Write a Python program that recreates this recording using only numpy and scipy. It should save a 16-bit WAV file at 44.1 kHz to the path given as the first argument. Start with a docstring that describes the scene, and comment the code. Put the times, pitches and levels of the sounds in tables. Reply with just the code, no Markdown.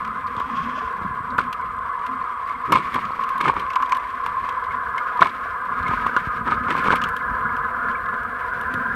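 """Underwater pump heard through a camera housing

A pool cleaner's pump drones under water: noise excites the resonant modes of a hand-held camera's shell.
Fingers knock (decaying modal sines), rub (noise gated by stick-slip) and tick (filtered noise bursts) on it.
Bubbles ping and gurgle as damped sines of gliding pitch; low glugs are sines that fall in pitch.
Behind them, shaped noise of wavering level makes the swish, the low slosh and the fizz of moving water.
"""
import sys
import numpy as np
from scipy import signal
from scipy.fft import rfft, irfft, next_fast_len
from scipy.io import wavfile
from scipy.ndimage import uniform_filter1d

SR = 44100
rng = np.random.default_rng(int(sys.argv[2]) if len(sys.argv) > 2 else 0)


def how_loud(loudness_db):
    """Turn decibels into a plain amplitude multiplier (0 dB gives 1, 20 dB gives 10)."""
    steps = np.asarray(loudness_db, float) / 20
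    return 10 ** steps


def waveform_to_disk(signal):
    """Save audio, clipped to [-1, 1], as 16-bit WAV at the path in sys.argv[1]."""
    frames = np.transpose(np.atleast_2d(signal))
    scaled = np.clip(frames, -1, 1) * 32767
    samples = np.round(scaled).astype(np.int16)
    wavfile.write(sys.argv[1], SR, samples)


N = 394694  # length [samples]

# Modes of the plastic shell, two lowest first, main ones from the sixth:
# (frequency [Hz], nominal width [Hz], relative level [dB], share of the upper modes' swell [ratio])
HOUSING_MODES = [(156, 150, 2, 0), (247, 39, 3.5, 0), (308, 120, -17, 0), (482, 94, -1.5, 0),
                 (702.4, 102, -3.5, 0), (1030, 58, 0, 0.28), (1110, 101, -2, 0), (1249.6, 94, 2, 0),
                 (1430, 119, -8, 0.99), (1578, 104, -11, 1.05), (1693, 68, -13, 0.99), (2040, 69, -21, 0.4),
                 (2220, 180, -51, 0), (2360, 67, -51, 0.24), (3250, 98, -37, 0)]
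# Pump drive of the shell: (time [s], main modes [dB], upper modes [dB], mode just above the main ones [dB])
PUMP_DRIVE = [(0.0, -29.5, -38.5, -29), (0.4, -25, -39.5, -36.5), (0.77, -29, -35.5, -40.5),
              (1.17, -30, -36, -39), (1.57, -29.5, -39.5, -33.5), (2.02, -28.5, -37, -36.5),
              (2.57, -26.5, -41.5, -35.5), (3.01, -27.5, -40.5, -33), (3.39, -24, -38.5, -36),
              (3.96, -27.5, -37, -42), (4.34, -26.5, -38, -39), (5.08, -28.5, -30, -29.5),
              (5.31, -32.5, -36, -36), (5.58, -30, -32.5, -32.5), (5.98, -31, -30, -28.5),
              (6.43, -36.5, -33.5, -30.5), (6.9, -29.5, -26, -27.5), (7.25, -32, -29.5, -32),
              (7.65, -29, -27, -29), (8.3, -33.5, -30, -32), (8.95, -35, -25, -35.5)]
# Blows of the fingers: (time [s], peak of the ring [dB], favoured frequency [Hz], time scale of the swell [ms])
KNOCKS = [(0.3896, -19, 1150, 2.1), (0.402, -11.5, 1200, 3), (1.382, -10, 1590, 2.4),
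          (1.385, -1.5, 1430, 3.3), (1.4008, -11.5, 1140, 4.3), (2.7205, -4, 1110, 2.5),
          (2.727, -0.5, 1210, 2.2), (2.7352, -3, 1110, 2.9), (2.7537, -5, 1070, 4.3), (2.76, -5, 1150, 1.8),
          (2.77, -6.5, 1090, 2.5), (2.9854, -13, 1090, 2.4), (2.9617, -10, 1090, 4),
          (3.1064, -13, 1120, 1.1), (3.1891, -12, 1020, 7.7), (3.409, -7, 1200, 2.2),
          (3.4543, -4, 1170, 1.4), (3.479, -3.5, 1050, 2.4), (3.491, -8, 1040, 2),
          (3.4968, -1.5, 1070, 2.6), (3.538, -14.5, 1110, 1.2), (3.5645, -8.5, 1230, 2),
          (3.7602, -7, 1030, 6.2), (3.8015, -11.5, 1110, 2.4), (3.8253, -9, 1110, 4.3),
          (3.9214, -6, 1020, 5.4), (4.2632, -10, 1110, 3), (4.4878, -12, 1090, 2.7),
          (5.192, -5.5, 1110, 2.1), (5.2178, 3.5, 1190, 2.5), (5.2239, 3, 1420, 1.4),
          (5.2295, 0.5, 1420, 0.49), (5.2585, -7, 1030, 3.2), (5.9119, -11, 1030, 2.1),
          (5.9355, -13, 1050, 3.8), (6.0629, -5, 1240, 3.1), (6.095, -11.5, 1430, 2.1),
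          (6.164, -3.5, 1430, 3.6), (6.1712, -6.5, 1450, 3), (6.4855, -7, 1220, 1.6),
          (6.5192, -6, 1440, 1.7), (6.525, -14, 1300, 0.89), (6.5702, -17, 1190, 2.1),
          (6.686, -11, 1030, 1.6), (6.7509, -10.5, 1180, 2.3), (6.7757, -11.5, 1020, 1.5),
          (6.8624, -9.5, 1110, 1.2), (6.8835, -4, 1300, 1.6), (6.9046, -2.5, 1500, 1.4),
          (6.9097, -10, 1020, 2.2), (6.9304, -4.5, 1000, 1.3), (6.938, -6, 1100, 0.74)]
# Finger strokes: (start [s], rise [s], fall [s], relative levels of shell [dB], scratch [dB], rumble [dB])
RUBS = [(1.384, 0.0089, 0.054, -29, -36, -41), (2.679, 0.031, .02, -26, -60, -30),
        (2.718, .004, 0.068, -14.5, -21.5, -23), (2.745, 0.016, .11, -29, -35.5, -33.5),
        (2.935, 0.027, 0.056, -23, -35, -36.5), (3.403, 0.0086, 0.026, -19, -30, -34.5),
        (3.43, 0.066, 0.028, -18.5, -29.5, -28.5), (3.554, 0.011, 0.11, -31, -39.5, -36),
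        (5.204, 0.0052, 0.1, -14.5, -29, -31.5), (5.84, 0.039, .09, -27, -44, -41),
        (6.45, 0.02, 0.084, -20.5, -41, -34.5), (6.499, 0.031, .035, -23, -35, -36),
        (6.682, 0.031, 0.036, -17, -32, -29.5), (6.749, 0.042, .05, -27, -36.5, -35.5),
        (6.835, 0.029, 0.07, -23, -30.5, -33), (6.905, 0.026, 0.021, -16, -28, -28.5),
        (6.951, 0.0089, 0.026, -22, -30, -37)]
# Spectrum of skin scratching on plastic: (frequency [Hz], relative density [dB per Hz])
SCRATCH_SPECTRUM = [(1120, -46), (1900, -25), (2170, 15), (2560, 1.5), (3250, -2), (5040, -15.5),
                    (7090, -26.5), (8380, -18.5), (15500, -74)]
# Snaps of plastic: (time [s], peak of the body [dB], centre [Hz], top band against the body [dB])
TICKS = [(0.0474, -28, 2360, -21), (0.2668, -38, 4240, -14), (0.3653, -29, 3250, -35),
         (0.398, -31, 3170, -12), (1.381, -20, 2560, -17.5), (1.5274, -22, 2640, -13),
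         (2.064, -26.5, 2660, -16), (2.7213, -10.5, 2770, -13), (2.9432, -24, 3070, -10.5),
         (3.0515, -29, 2650, -31), (3.237, -24.5, 2710, -17), (3.29, -27, 2560, -14),
         (3.3792, -31, 3200, -9), (3.4101, -20.5, 3450, -16), (3.539, -34, 2400, -25),
         (3.5652, -34, 2500, -20), (3.5962, -23.5, 2670, -18), (3.7025, -20, 2370, -25),
         (3.7334, -27, 2650, -19.5), (3.7564, -17, 2550, -20), (3.8, -33, 2400, -19),
         (3.823, -23.5, 2580, -18), (3.8581, -33, 3300, -19), (3.894, -29, 2500, -18),
         (3.92, -10.5, 2400, -26), (3.9474, -25, 2500, -17), (3.9687, -28, 3070, -11),
         (3.997, -31, 2500, -28), (4.1036, -36, 2760, -18.5), (4.2388, -35, 2830, -15),
         (4.2612, -22.5, 2720, -16), (4.49, -22.5, 2650, -21), (4.979, -24, 2810, -20),
         (5.2083, -19.5, 2660, -20), (5.294, -33, 3500, -20), (5.8272, -35, 3770, -13),
         (5.8805, -26, 2680, -16), (6.0657, -25, 2580, -13), (6.1639, -21, 2880, -18),
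         (6.4602, -43, 2720, -20.5), (6.765, -28, 2560, -16), (6.8409, -30, 2990, -11),
         (6.956, -24, 2690, -7.5), (6.988, -44, 5300, -15), (7.0155, -23, 2700, -21),
         (7.038, -14.5, 2960, -20), (7.0873, -29.5, 2630, -6), (7.1644, -27, 3220, -8),
         (7.565, -31, 2620, -15), (7.9134, -34, 2900, -26), (8.0581, -37, 2800, -21),
         (8.1394, -41, 3200, -16), (8.2322, -38, 2700, -7), (8.611, -30.5, 2920, -5.5),
         (8.739, -27, 2940, -7)]
# Small bubbles: (time [s], peak [dB], final pitch [Hz])
PINGS = [(1.6212, -33, 2200), (2.4937, -30, 2110), (2.5516, -29, 2140), (4.7077, -26, 2170),
         (4.9801, -20, 2140), (5.8636, -19.5, 2160), (7.208, -30, 2120), (7.4914, -32, 2160),
         (7.9528, -25.5, 2280), (8.0644, -35, 2040), (8.1389, -34, 2050)]
# Larger bubbles passing the shell: (time [s], peak [dB], final pitch [Hz], 60 dB decay time [s])
GURGLES = [(.35, -31, 490, 0.045), (.4, -32, 654, 0.036), (.49, -30, 850, 0.044), (.535, -42, 850, .04),
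           (.65, -42, 875, .04), (.75, -41, 760, .05), (.775, -30, 627, 0.057), (.815, -33, 750, .04),
           (.82, -34.5, 457, 0.33), (.905, -31, 468, .07), (1.325, -33, 560, .05),
           (5.218, -14.5, 688, 0.065), (5.455, -28, 690, 0.032)]
# Pushes of water on the microphone: (time [s], peak [dB], final pitch [Hz], 60 dB decay time [s])
GLUGS = [(0.37, -27, 70.6, 0.059), (1.014, -25, 70.5, 0.055), (1.048, -26, 75.5, 0.073),
         (1.106, -28, 61, 0.075), (1.204, -28, 68, 0.058), (5.889, -23, 71, 0.084), (6.271, -20, 55, 0.069),
         (6.364, -33, 55, 0.039), (6.41, -26, 50.3, 0.082), (6.577, -27, 60, 0.042),
         (6.611, -30, 55.3, .07), (6.666, -27, 65, 0.045), (7.098, -37, 44.7, 0.12), (8.741, -24, 80, 0.08)]
# Swish of water past the shell: (time [s], level [dB])
SWISH_LEVEL = [(.35, -55), (.4, -49.5), (.55, -48.5), (.7, -46.5), (.78, -45.5), (1.05, -65)]
# Spectrum of the swish: (frequency [Hz], relative density [dB per Hz])
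SWISH_SPECTRUM = [(1800, -35), (2500, -0.5), (2950, -7), (3280, -1.5), (3800, -18), (5400, -18),
                  (7000, -27), (10000, -61)]
# Water pressure: (time [s], relative level of the slosh [dB], drive of the shell's lowest ring [dB])
SLOSH_LEVEL = [(0, -46, -47), (.47, -47, -44), (.69, -51, -36), (.87, -46, -53), (1.0, -46, -45),
               (1.49, -51, -44), (1.76, -44.5, -50.5), (1.97, -53.5, -57.5), (2.14, -50, -46.5),
               (2.3, -55, -57), (2.72, -48.5, -58), (2.95, -50, -42), (3.25, -59, -46.5), (3.55, -47, -52),
               (3.75, -52.5, -61), (4.6, -48.5, -57.5), (5.36, -52, -55), (5.74, -47, -52),
               (5.93, -37, -40.5), (6.1, -50, -43), (6.55, -40, -47), (6.86, -46.5, -36.5),
               (7.15, -41.5, -47.5), (7.9, -45, -46), (8.5, -46, -51.5), (8.78, -44.5, -38),
               (8.85, -47, -48.5), (8.95, -47, -46)]
# Spectrum of the slosh: (frequency [Hz], relative density [dB per Hz])
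SLOSH_SPECTRUM = [(12, -19), (20, -22.5), (49, 6), (97, 3), (125, -5.5), (200, -5.5), (260, -30),
                  (440, -120)]
# Fizz of moving water: (time [s], relative level [dB])
FIZZ_LEVEL = [(0.0, -52), (0.69, -49.5), (0.92, -51), (1.79, -54), (2.74, -49), (2.91, -44), (3.66, -49.5),
              (4.01, -49), (5.71, -50.5), (5.98, -44), (6.43, -51.5), (6.9, -44.5), (7.15, -53),
              (8.95, -50.5)]
# Spectrum of the fizz: (frequency [Hz], relative density [dB per Hz])
FIZZ_SPECTRUM = [(1060, -11), (1800, 0.5), (1900, -5), (2230, -3), (2580, -11.5), (3230, -16.5),
                 (6470, -34), (8320, -37.5), (12700, -37), (15500, -43)]
# Resonances of the microphone port: (frequency [Hz], width [Hz])
PORT_RESONANCES = [(8450, 1400), (11700, 1400)]

FAR_DB = -40.5  # upper-mode drive with the camera far off; nearness counts from here


def evened(x):
    """Normalisation to unit rms, so that a later gain sets the level."""
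    return x / np.sqrt(np.mean(x ** 2) + 1e-20)


def peaked(x, db):
    """Normalisation of a transient to a peak level in dB."""
    return how_loud(db) * x / (abs(x).max() + 1e-12)


def curve(rows, t):
    """Linear interpolation of each table column at the times t."""
    times, *columns = np.transpose(rows)
    return [np.interp(t, times, column) for column in columns]


def add(mix, start_s, sound):
    """Superposition of a sound on the mix from start_s on."""
    part = mix[round(start_s * SR):][:len(sound)]
    part += sound[:len(part)]


def resonate(x, hz, width):
    """Simple resonance: one damped complex pole, of about unit gain at its centre."""
    pole = np.exp((2j * np.pi * hz - np.pi * width) / SR)
    return 2 * signal.lfilter([1 - abs(pole)], [1, -pole], x).real


def band(x, lo_hz, hi_hz):
    """Band-pass filtering with a maximally flat passband."""
    return signal.sosfilt(signal.butter(2, [lo_hz, hi_hz], "band", fs=SR, output="sos"), x)


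def drift(smooth_s):
    """Slow random fluctuation of unit rms: white noise averaged twice."""
    size = max(round(smooth_s * SR), 1)
    smooth = uniform_filter1d(rng.standard_normal(N), size)
    return evened(uniform_filter1d(smooth, size))


def coloured(spectrum, size=N):
    """Spectral shaping: white noise weighted by a density curve over log frequency."""
    hz, db = np.transpose(spectrum)
    bins_hz = np.fft.rfftfreq(size, 1 / SR) + 1  # 1 Hz up, to avoid log 0
    gain = how_loud(np.interp(np.log(bins_hz), np.log(hz), db))
    return evened(irfft(rfft(rng.standard_normal(size)) * gain, size))


def wandered(x, shift_hz):
    """Frequency shift: the analytic signal turned by the running phase of shift_hz."""
    analytic = signal.hilbert(x, next_fast_len(len(x)))[:len(x)]
    return (analytic * np.exp(2j * np.pi * np.cumsum(shift_hz) / SR)).real


def pump(t):
    """Forced modal vibration: lumpy churn excites the shell; upper modes swell as the camera nears."""
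    main_db, upper_db, next_db = curve(PUMP_DRIVE, t)
    main_db, upper_db, next_db = main_db + 0.24, upper_db - 0.15, next_db - 0.5
    low_db = -48 + 0.57 * (upper_db - FAR_DB)  # follows part of the nearness
    ring_db = curve(SLOSH_LEVEL, t)[1]  # the two lowest modes answer the water pressing on the shell
    churn = rng.standard_normal(N) * how_loud(1.3 * drift(0.0015) + 0.7 * drift(0.04))
    out = np.zeros(N)
    for k, (hz, width, mode_db, share) in enumerate(HOUSING_MODES):
        once = resonate(churn, hz, 1.16 * width)
        mode = evened(resonate(once, hz, 1.16 * width))  # twice for steep flanks
        if 5 <= k < 11:  # these modes slide about as water shifts on the shell
            mode = wandered(mode, 13 * drift(0.05))
        if k < 2:
            drive_db = ring_db + (-3, -0.5)[k] + 4 * drift(0.071)
        elif k < 5:
            drive_db = low_db
        elif k == 7:
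            drive_db = next_db
        else:
            drive_db = main_db + share * (upper_db - main_db + 7.0)
        level_db = mode_db + drive_db + 0.7 * drift(0.021)  # each mode wavers on its own
        out += (-1) ** k * mode * how_loud(level_db)
    return out


def knock(start_s, db, favoured_hz, swell_ms):
    """Impulsive modal excitation: a padded blow swells and dies, favouring modes near the struck spot's."""
    t = np.arange(round(0.06 * SR)) / SR
    u = t / (swell_ms / 1000)
    ring = np.zeros(len(t))
    for hz, width, mode_db, share in HOUSING_MODES[5:]:
        phase_turns, spread = rng.random(2)
        lean_db = 12 / (1 + ((hz - favoured_hz) / 150) ** 2) + 6 * abs(np.log2(hz / 1100)) + 4 * spread
        if hz == HOUSING_MODES[7][0]:
            lean_db -= 7
        damping = np.exp(-u * hz / 6000)  # higher modes die sooner
        ring += how_loud(mode_db + lean_db) * np.sin(2 * np.pi * (hz * t + phase_turns)) * damping
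    ring *= u ** 1.14 * np.exp(-1.3 * u)
    thud = sum(np.sin(2 * np.pi * (HOUSING_MODES[k][0] * t + rng.random())) for k in (1, 3))
    thud *= (1 - np.exp(-t / 0.00046)) * how_loud(-60 * t / 0.016)
    # The thud grows with the drive of the shell's lowest ring.
    thud_db = -18.5 + 0.96 * (curve(SLOSH_LEVEL, start_s)[1] + 48)
    return start_s, peaked(ring, db) + peaked(thud, db + thud_db)


def housing(x):
    """Modal filtering by the shell from the main modes up, with damping raised by the skin's touch."""
    out = np.zeros(len(x))
    for hz, width, mode_db, share in HOUSING_MODES[5:]:
        lean_db = 7 * abs(np.log2(hz / 1100))
        mode = resonate(resonate(x, hz, 1.75 * width), hz, 1.75 * width)
        out += how_loud(mode_db + lean_db) * mode
    return out


def rub(start_s, rise, fall, shell_db, scratch_db, rumble_db):
    """Stick-slip friction: random slips modulate noise; the stroke swells to a peak and fades."""
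    t = np.arange(0, rise + fall, 1 / SR)
    swell_db = -12 * (1 - t / rise)
    drop_db = -20 * (abs(t - rise) / fall) ** 0.86
    fade_db = np.where(t < rise, swell_db, drop_db)
    slip_sizes = how_loud(8.1 * np.minimum(rng.exponential(1, len(t)), 2))
    slips = (rng.random(len(t)) < 220 / SR) * slip_sizes  # about 220 a second
    grip = evened(2.2 + signal.lfilter([1], [1, -np.exp(-1 / (0.0024 * SR))], slips))
    shell = evened(housing(rng.standard_normal(len(t)) * grip))
    scratch = coloured(SCRATCH_SPECTRUM, len(t)) * grip
    rumble = evened(band(band(rng.standard_normal(len(t)), 113, 424), 89, 1340))
    stroke = how_loud(shell_db + fade_db) * shell
    stroke += how_loud(scratch_db + 4.0 + 0.75 * fade_db) * scratch
    stroke += how_loud(rumble_db + 5.5 + 0.94 * fade_db) * rumble
    return start_s, stroke * signal.windows.tukey(len(t), 0.06)


def tick(start_s, db, hz, top_db):
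    """Broadband impulse through a resonance: pitched body, broad crack and short fuzzy tail of plastic."""
    t = np.arange(round(0.08 * SR)) / SR
    t60_s = 0.034  # decay of the tail
    fall = how_loud(-60 * t / (0.087 * t60_s)) + 0.5 * how_loud(-60 * t / t60_s)
    snap = rng.standard_normal(len(t)) * fall * (1 - np.exp(-t / 0.0009))
    body = peaked(resonate(band(snap, 0.16 * hz, 1.65 * hz), hz, 740), db)
    crack = peaked(band(snap, hz, 2.12 * hz), db - 15)
    top = peaked(band(snap, 8400, 13000), db + top_db)
    return start_s, body + crack + top


def faint_ticks(count=16):
    """Uniform random scatter of small plastic snaps of varied pitch."""
    out = np.zeros(N)
    for when, size, pitch, top in rng.random((count, 4)):
        add(out, *tick(when * N / SR, -44 + 7 * size, 2500 + 1800 * pitch ** 2, -17 + 12 * (top - 0.5)))
    return out


def bubble(start_s, db, hz, t60_s, glide):
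    """Damped oscillation of an air pocket: pitch starts at (1 + glide) times hz and settles on hz."""
    t = np.arange(round(0.15 * SR)) / SR
    pitch_hz = hz * (1 + glide * np.exp(-t / (0.053 * t60_s)))
    turns = np.cumsum(pitch_hz) / SR
    envelope = how_loud(-60 * t / t60_s) * (1 - np.exp(-t / 0.0013))
    return start_s, peaked(np.sin(2 * np.pi * turns) * envelope, db)


def specks(count=220):
    """Uniform random scatter of tiny bubbles, on the whole fainter the higher they ring."""
    out = np.zeros(N)
    for when, pitch, size in rng.random((count, 3)):
        hz = 1900 * 5 ** pitch
        peak_db = -46 - 11 * np.log2(hz / 2000) + 9 * size ** 2
        add(out, *bubble(when * N / SR, peak_db, hz, 0.015, glide=-0.054))
    return out


def swish():
    """Flow noise: a passing uneven wash, brightest around 2.5 to 3.3 kHz."""
    t = np.arange(SWISH_LEVEL[0][0], SWISH_LEVEL[-1][0], 1 / SR)
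    level_db = curve(SWISH_LEVEL, t)[0] + 3.4 * drift(0.015)[:len(t)]
    wash = coloured(SWISH_SPECTRUM, len(t)) * how_loud(level_db)
    return t[0], wash * signal.windows.tukey(len(t), 0.15)


def slosh(t):
    """Low-frequency pressure fluctuation: lumpy noise of water against the microphone."""
    waver_db = 2.5 * drift(0.031) + 1.5 * drift(0.089)
    return coloured(SLOSH_SPECTRUM) * how_loud(curve(SLOSH_LEVEL, t)[0] + 1.5 + waver_db)


def fizz(t):
    """Amplitude modulation by sparse impulses: hiss of moving water and port resonances, with a crackle."""
    pop_sizes = how_loud(3.5 * np.minimum(rng.exponential(1, N), 2))
    pops = (rng.random(N) < 25 / SR) * pop_sizes  # about 25 a second
    crackle = signal.lfilter([1], [1, -np.exp(-1 / (0.0031 * SR))], pops)
    hiss = coloured(FIZZ_SPECTRUM) * how_loud(curve(FIZZ_LEVEL, t)[0] + 8.5 + 2.15 * drift(0.022))
    near_db = uniform_filter1d(curve(PUMP_DRIVE, t)[1], SR) - FAR_DB  # smoothed over 1 s
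    # Each port resonance: level far off [dB], share of the nearness it follows.
    for (hz, width), far_db, share in zip(PORT_RESONANCES, (-69, -74.5), (0.05, 0.65)):
        port = evened(band(rng.standard_normal(N), hz - width / 2, hz + width / 2))
        hiss += port * how_loud(far_db + share * near_db)
    return hiss * np.sqrt(1 + 0.45 * crackle ** 2)


def scene():
    """Linear superposition of all sources at one microphone."""
    t = np.arange(N) / SR
    mix = pump(t) + faint_ticks() + specks() + slosh(t) + fizz(t)
    for row in KNOCKS:
        add(mix, *knock(*row))
    for row in RUBS:
        add(mix, *rub(*row))
    for row in TICKS:
        add(mix, *tick(*row))
    for row in PINGS:
        add(mix, *bubble(*row, t60_s=0.043, glide=-0.021))
    for row in GURGLES:
        add(mix, *bubble(*row, glide=-0.05))
    for row in GLUGS:
        add(mix, *bubble(*row, glide=4.59))
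    add(mix, *swish())
    return mix[None]


def top_cut(x):
    """Nothing passes above the cut-off."""
    return signal.sosfilt(signal.butter(12, 16360, fs=SR, output="sos"), x)


def record(dry):
    """Saturation and band limiting: soft overload on the loudest peaks, then a steep low-pass."""
    overloaded = 1.353 * np.tanh(dry / 1.645)
    lowpass = signal.firwin(301, 15800, fs=SR)[None]
    mix = signal.oaconvolve(overloaded, lowpass, "same")
    return top_cut(mix)


dry = scene()
out = record(dry)
waveform_to_disk(out)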